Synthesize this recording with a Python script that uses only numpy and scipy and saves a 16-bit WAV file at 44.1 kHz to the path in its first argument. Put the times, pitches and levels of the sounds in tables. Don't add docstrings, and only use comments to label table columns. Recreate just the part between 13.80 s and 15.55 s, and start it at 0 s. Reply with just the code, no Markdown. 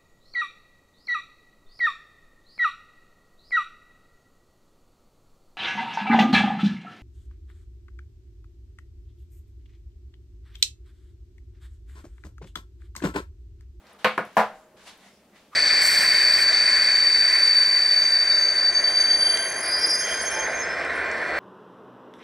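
import sys
import numpy as np
from scipy import signal
from scipy.fft import rfft, irfft
from scipy.io import wavfile
from scipy.ndimage import uniform_filter1d, minimum_filter1d

SR = 44100
rng = np.random.default_rng(int(sys.argv[2]) if len(sys.argv) > 2 else 0)


def bounce(signal):
    frames = np.transpose(np.atleast_2d(signal))
    limited = np.clip(frames, -1, 1)
    pcm = np.round(limited * 32767).astype(np.int16)
    wavfile.write(sys.argv[1], SR, pcm)


def elevation(decibels):
    levels = np.asarray(decibels, float)
    return 10 ** (levels / 20)


N = 77175
t = np.arange(N) / SR
BANDS_HZ = 28 * 2 ** np.arange(0, 9.4, .5)


def at(table, hz):
    table = np.array(table, float)
    return np.interp(np.log(hz), np.log(table[:, 0]), table[:, 1])


def unit(x):
    return x / np.sqrt(np.mean(x ** 2))


def bins_hz(length):
    return np.maximum(np.fft.rfftfreq(length, 1 / SR), 1)


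def shape(x, colour):
    gain = elevation(at(colour, bins_hz(x.shape[-1])))
    return irfft(rfft(x) * gain, x.shape[-1])


def wide(noise):
    # f/Hz, level/dB
    side_colour = [(60, -28), (200, -29), (500, -20), (1300, -10.5), (2400, -6.5), (4400, -4.5), (8000, -1),
                   (15000, 2.5)]
    side = shape(noise[1], side_colour)
    return np.array([noise[0] + side, noise[0] - side])


def split(x):
    octave = np.log2(bins_hz(x.shape[-1]))
    spec = rfft(x)
    bands = []
    for hz in BANDS_HZ:
        weight = np.clip(1 - 2 * abs(octave - np.log2(hz)), 0, 1)
        bands.append(irfft(spec * weight, x.shape[-1]))
    return bands


def walk(rate):
    hold = int(SR / rate)
    steps = np.repeat(rng.standard_normal(N // hold + 1), hold)
    return 0.59 * uniform_filter1d(uniform_filter1d(steps, hold), hold)[:N]


def resonance(x, hz, width):
    return signal.lfilter(*signal.iirpeak(hz, hz / width, fs=SR), x)


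def rings(modes, u):
    return sum(elevation(db - 60 * u / t60) * np.sin(2 * np.pi * hz * u) for hz, db, t60 in modes)


def hum():
    # f/Hz, level/dB
    hum_colour = [(15, -67), (25, -32), (55, -26), (200, -4.5), (416, -7), (531, -6.5), (695, -11),
                  (1020, -18), (16000, -33.5)]
    # f/Hz, width/Hz, level/dB
    drones = [(70.6, 4, -75.5), (199, 20, -68.5), (610, 46, -73.5)]
    hum_db, steady_db = -61, -1
    bands = split(unit(shape(wide(rng.standard_normal((2, N))), hum_colour)))
    out = elevation(hum_db) * sum(band * elevation(0.4 * walk(7.4)) for band in bands)
    for hz, width, db in drones:
        breathing = unit(resonance(rng.standard_normal(N), hz, width))
        steady = elevation(steady_db + 3.7 * walk(12)) * np.sin(2 * np.pi * hz * t)
        out = out + elevation(db) * (breathing + steady)
    return out


def rumble():
    # t/s, length/s, level/dB
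    creeps = [
        (0.73, 0.2, -69),
        (1.03, .06, -77),
        (1.17, .08, -83),
        (1.62, 0.098, -80),
    ]
    top_hz, floor_db = 59.5, -84
    low_pass = signal.butter(2, top_hz, fs=SR, output="sos")
    mid, side = signal.sosfilt(low_pass, rng.standard_normal((2, N)))
    low = unit(np.array([mid + .25 * side, mid - .25 * side]))
    level = elevation(floor_db)
    for s, length, db in creeps:
        level = level + elevation(db) * np.exp(-((t - s) / length) ** 2 * 4)
    return low * level


def cloth():
    # t/s, level/dB, brightness/dB per octave
    strokes = [(0, -65.5, -5), (0.099, -54, -2.5), (0.181, -61, -5), (0.194, -51.5, -1), (.5, -55.5, -2.5),
               (.8, -67, 3.5), (.955, -73.5, -13.5), (0.973, -55, -1.5), (1.053, -54.5, 1),
               (1.076, -44.5, 1), (1.1, -47.5, 1), (1.17, -58, -1), (1.271, -55.5, 1), (1.36, -66, 2),
               (1.53, -70, -7), (1.563, -56, 0), (1.722, -69.5, 0), (1.75, -54, -4)]
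    # f/Hz, level/dB
    cloth_colour = [(180, -16), (300, -13), (331, -5.5), (486, -8), (634, -3), (994, -1.5), (3700, -6),
                    (9880, -19.5), (16000, -41)]
    grain_db, flicker_db = 1.6, 2.2
    when, db, tilt = np.array(strokes, float).T
    grains = rng.standard_normal((2, N)) * elevation(grain_db * rng.exponential(size=N))
    bands = split(unit(shape(wide(grains), cloth_colour)))
    shared = 0.85 * walk(40)
    slope = np.interp(t, when, tilt)
    rub = 0
    for band, hz in zip(bands, BANDS_HZ):
        octaves = np.log2(max(hz, 400) / 2000)
        rub = rub + band * elevation(slope * octaves + flicker_db * walk(25) + shared)
    return rub * elevation(np.interp(t, when, db))


def squeaks():
    # t/s, length/s, f/Hz, level/dB
    catches = [
        (0.12, .06, 1250, -61.5),
        (.126, .012, 10800, -59),
        (0.028, 0.26, 480, -63.5),
        (1.196, 0.13, 770, -64),
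        (0.728, 0.175, 7100, -72),
        (1.2, 0.14, 2000, -61),
        (1.294, 0.13, 5200, -69),
        (1.516, 0.089, 2030, -60.5),
        (1.577, 0.076, 2800, -67),
        (1.713, 0.074, 1180, -45.5),
    ]
    out = 0
    for s, length, hz, db in catches:
        tone = unit(resonance(wide(rng.standard_normal((2, N))), hz, hz * .09))
        swell = np.sin(np.pi * np.clip((t - s) / length, 0, 1))
        out = out + elevation(db) * tone * swell
    return out


def ticks(echo):
    # t/s, level/dB, f/Hz, t60/s
    touches = [(0.069, -49, 4270, 0.0076), (0.189, -51, 3000, .01), (0.386, -49, 9500, 0.0196),
               (0.4, -53, 10300, .015), (0.451, -50, 10100, .015), (0.4505, -57, 5560, 0.0092),
               (.4655, -58, 10550, .015), (0.5298, -52.5, 5900, 0.0093), (0.557, -54, 12500, 0.018),
               (0.574, -41.5, 10840, 0.029), (1.176, -58, 10900, .02)]
    room_db = -29.5
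    out = np.zeros(N)
    for s, db, hz, t60 in touches:
        u = np.maximum(t - s, 0)
        noise = rng.standard_normal((2, N))
        ring = unit(resonance(noise[0], hz, hz * .22)) * elevation(-60 * u / t60)
        click = np.diff(noise[1], prepend=0) * np.exp(-u / .0008) * .25
        out += (t >= s) * elevation(db - 1) * (ring + click)
    return out + elevation(room_db) * signal.fftconvolve(echo, out[None], axes=1)[:, :N]


def room():
    # f/Hz, t60/s
    room_decay = [(100, .25), (400, 0.18), (1000, 0.19), (3000, 0.26), (8000, 0.19), (16000, 0.18)]
    late_db, late_t60_s, build_s = -33, 0.87, 0.0013
    u = t[:SR // 2 + SR // 4]
    bands = split(wide(rng.standard_normal((2, len(u)))))
    late = elevation(late_db - 60 * u / late_t60_s)
    echoes = sum(band * (elevation(-60 * u / at(room_decay, hz)) + late) for band, hz in zip(bands, BANDS_HZ))
    return echoes * (1 - np.exp(-u / build_s))


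def contact(colour):
    cep = irfft(np.log(elevation(at(colour, bins_hz(4096)))))
    cep[1:2048] *= 2
    cep[2049:] = 0
    pulse = irfft(np.exp(rfft(cep)))[:2048]
    return pulse / np.sqrt(np.sum(pulse ** 2))


def knocks(echo):
    knock_times = [
        .245,
        .378,
        .5681,
    ]
    # level/dB, ring/dB, crack/dB, hold/s
    knock_levels = [
        (-15.5, -5, -8.5, 0.0079),
        (-22.5, -5.5, -2.5, 0.005),
        (-8, -4.5, -9, 0.036),
    ]
    # f/Hz, level/dB
    contact_colours = [
        [(200, -19.5), (400, -16.5), (520, -9.5), (1100, -8), (2200, -13), (4500, -25.5), (5300, -37),
         (16000, -49)],
        [(150, -14.5), (510, -8), (1200, -10), (1700, -12), (2500, -24), (5000, -40.5), (9000, -55.5),
         (16000, -63)],
        [(190, -19), (385, -17.5), (450, -2), (850, 0), (1700, -8.5), (2600, -22), (6000, -35), (16000, -46.5)],
    ]
    # f/Hz, level/dB, t60/s
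    thud_modes = [
        [(1244, 2, 0.036), (3000, -3, 0.022), (3830, -8, 0.019), (4400, -6, 0.015), (6000, -11.5, 0.014)],
        [(940, -2, 0.0088), (3970, -31, 0.0044)],
        [(726, 6.5, .02), (3200, -12, 0.0087), (5900, -16, 0.007)],
    ]
    snap_levels = [
        -12.5,
        -13,
        -26.5,
    ]
    board_pitches = [214, 450, 510, 624, 704, 775, 858, 994, 1070, 1239, 1459, 1513, 1645, 2256]
    # t60/s, then level/dB in first, second, third knock
    board_modes = [(0.26, -8, -8.5, -10.5), (0.21, -10.5, -14, -6.5), (0.23, -0.5, -1, -8),
                   (0.22, -5, -2, -4.5), (0.26, -11.5, -5, -5), (0.34, -16, -24, -9),
                   (0.19, -19.5, -18.5, -2), (0.23, -21, -11, -4.5), (0.2, -0.5, 0, -6),
                   (0.18, 2, -2, -5.5), (0.2, -4, -0.5, -11.5), (0.15, 1.5, -5, -16), (0.2, -9, -6, -9.5),
                   (0.26, -6, -13, -28)]
    # f/Hz, level/dB, t60/s
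    steel_modes = [(625, -45.5, 1.35)]
    crack_s, snap_s, beat_db, knock_low_hz = 0.0034, .0011, 4.5, 125.5

    out = np.zeros((2, N + SR))
    u = t[:echo.shape[1]]
    for k, (db, ring_db, crack_db, hold) in enumerate(knock_levels):
        crack = wide(rng.standard_normal((2, len(u)))) * np.exp(-u / crack_s) * elevation(crack_db + 10.5)
        pulse = contact(contact_colours[k])
        dense = signal.fftconvolve(echo + crack, pulse[None], axes=1)[:, :len(u)]
        ring = 0
        for hz, mode in zip(board_pitches, board_modes):
            beating = elevation(beat_db * walk(30)[:len(u)])
            ring = ring + rng.choice([-1, 1]) * rings([(hz, mode[k + 1], mode[0])], u) * beating
        held = elevation(-180 * np.maximum(hold - u, 0))
        body = (dense + elevation(ring_db) * ring * (1 - np.exp(-u / 0.0019))) * held
        snap = resonance(wide(rng.standard_normal((2, len(u)))), 6970, 8000)
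        snap = snap * np.exp(-u / snap_s) * elevation(snap_levels[k])
        thud = rings(thud_modes[k], u) * (1 - np.exp(-u / 0.00057))
        i = int(knock_times[k] * SR)
        out[:, i:i + len(u)] += elevation(db) * (body + snap - thud)
    steel = rings(steel_modes, np.maximum(t - knock_times[2], 0)) * elevation(1.9 * walk(25))
    low_cut = signal.butter(4, knock_low_hz, "high", fs=SR, output="sos")
    return signal.sosfilt(low_cut, out[:, :N] + steel)


def scene():
    left_db = 0.4
    echo = room()
    table_top = knocks(echo) + ticks(echo) + cloth() + squeaks()
    balance = elevation(np.array([[left_db], [-left_db]]) / 2)
    return table_top * balance + hum() + rumble()


def roll_off(x):
    return signal.sosfilt(signal.butter(12, 16640, fs=SR, output="sos"), x)


def record(dry):
    limit, limit_s = .56, .004
    top_hz, top_drop_db = 15700, 30
    k = int(limit_s * SR)
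    peak = np.abs(dry).max(axis=0) + 1e-9
    gain = uniform_filter1d(minimum_filter1d(np.minimum(1, limit / peak), k), k)
    top_cut = signal.ellip(6, .2, top_drop_db, top_hz, fs=SR, output="sos")
    mix = signal.sosfilt(top_cut, dry * gain)
    return roll_off(mix)


dry = scene()
out = record(dry)
bounce(out)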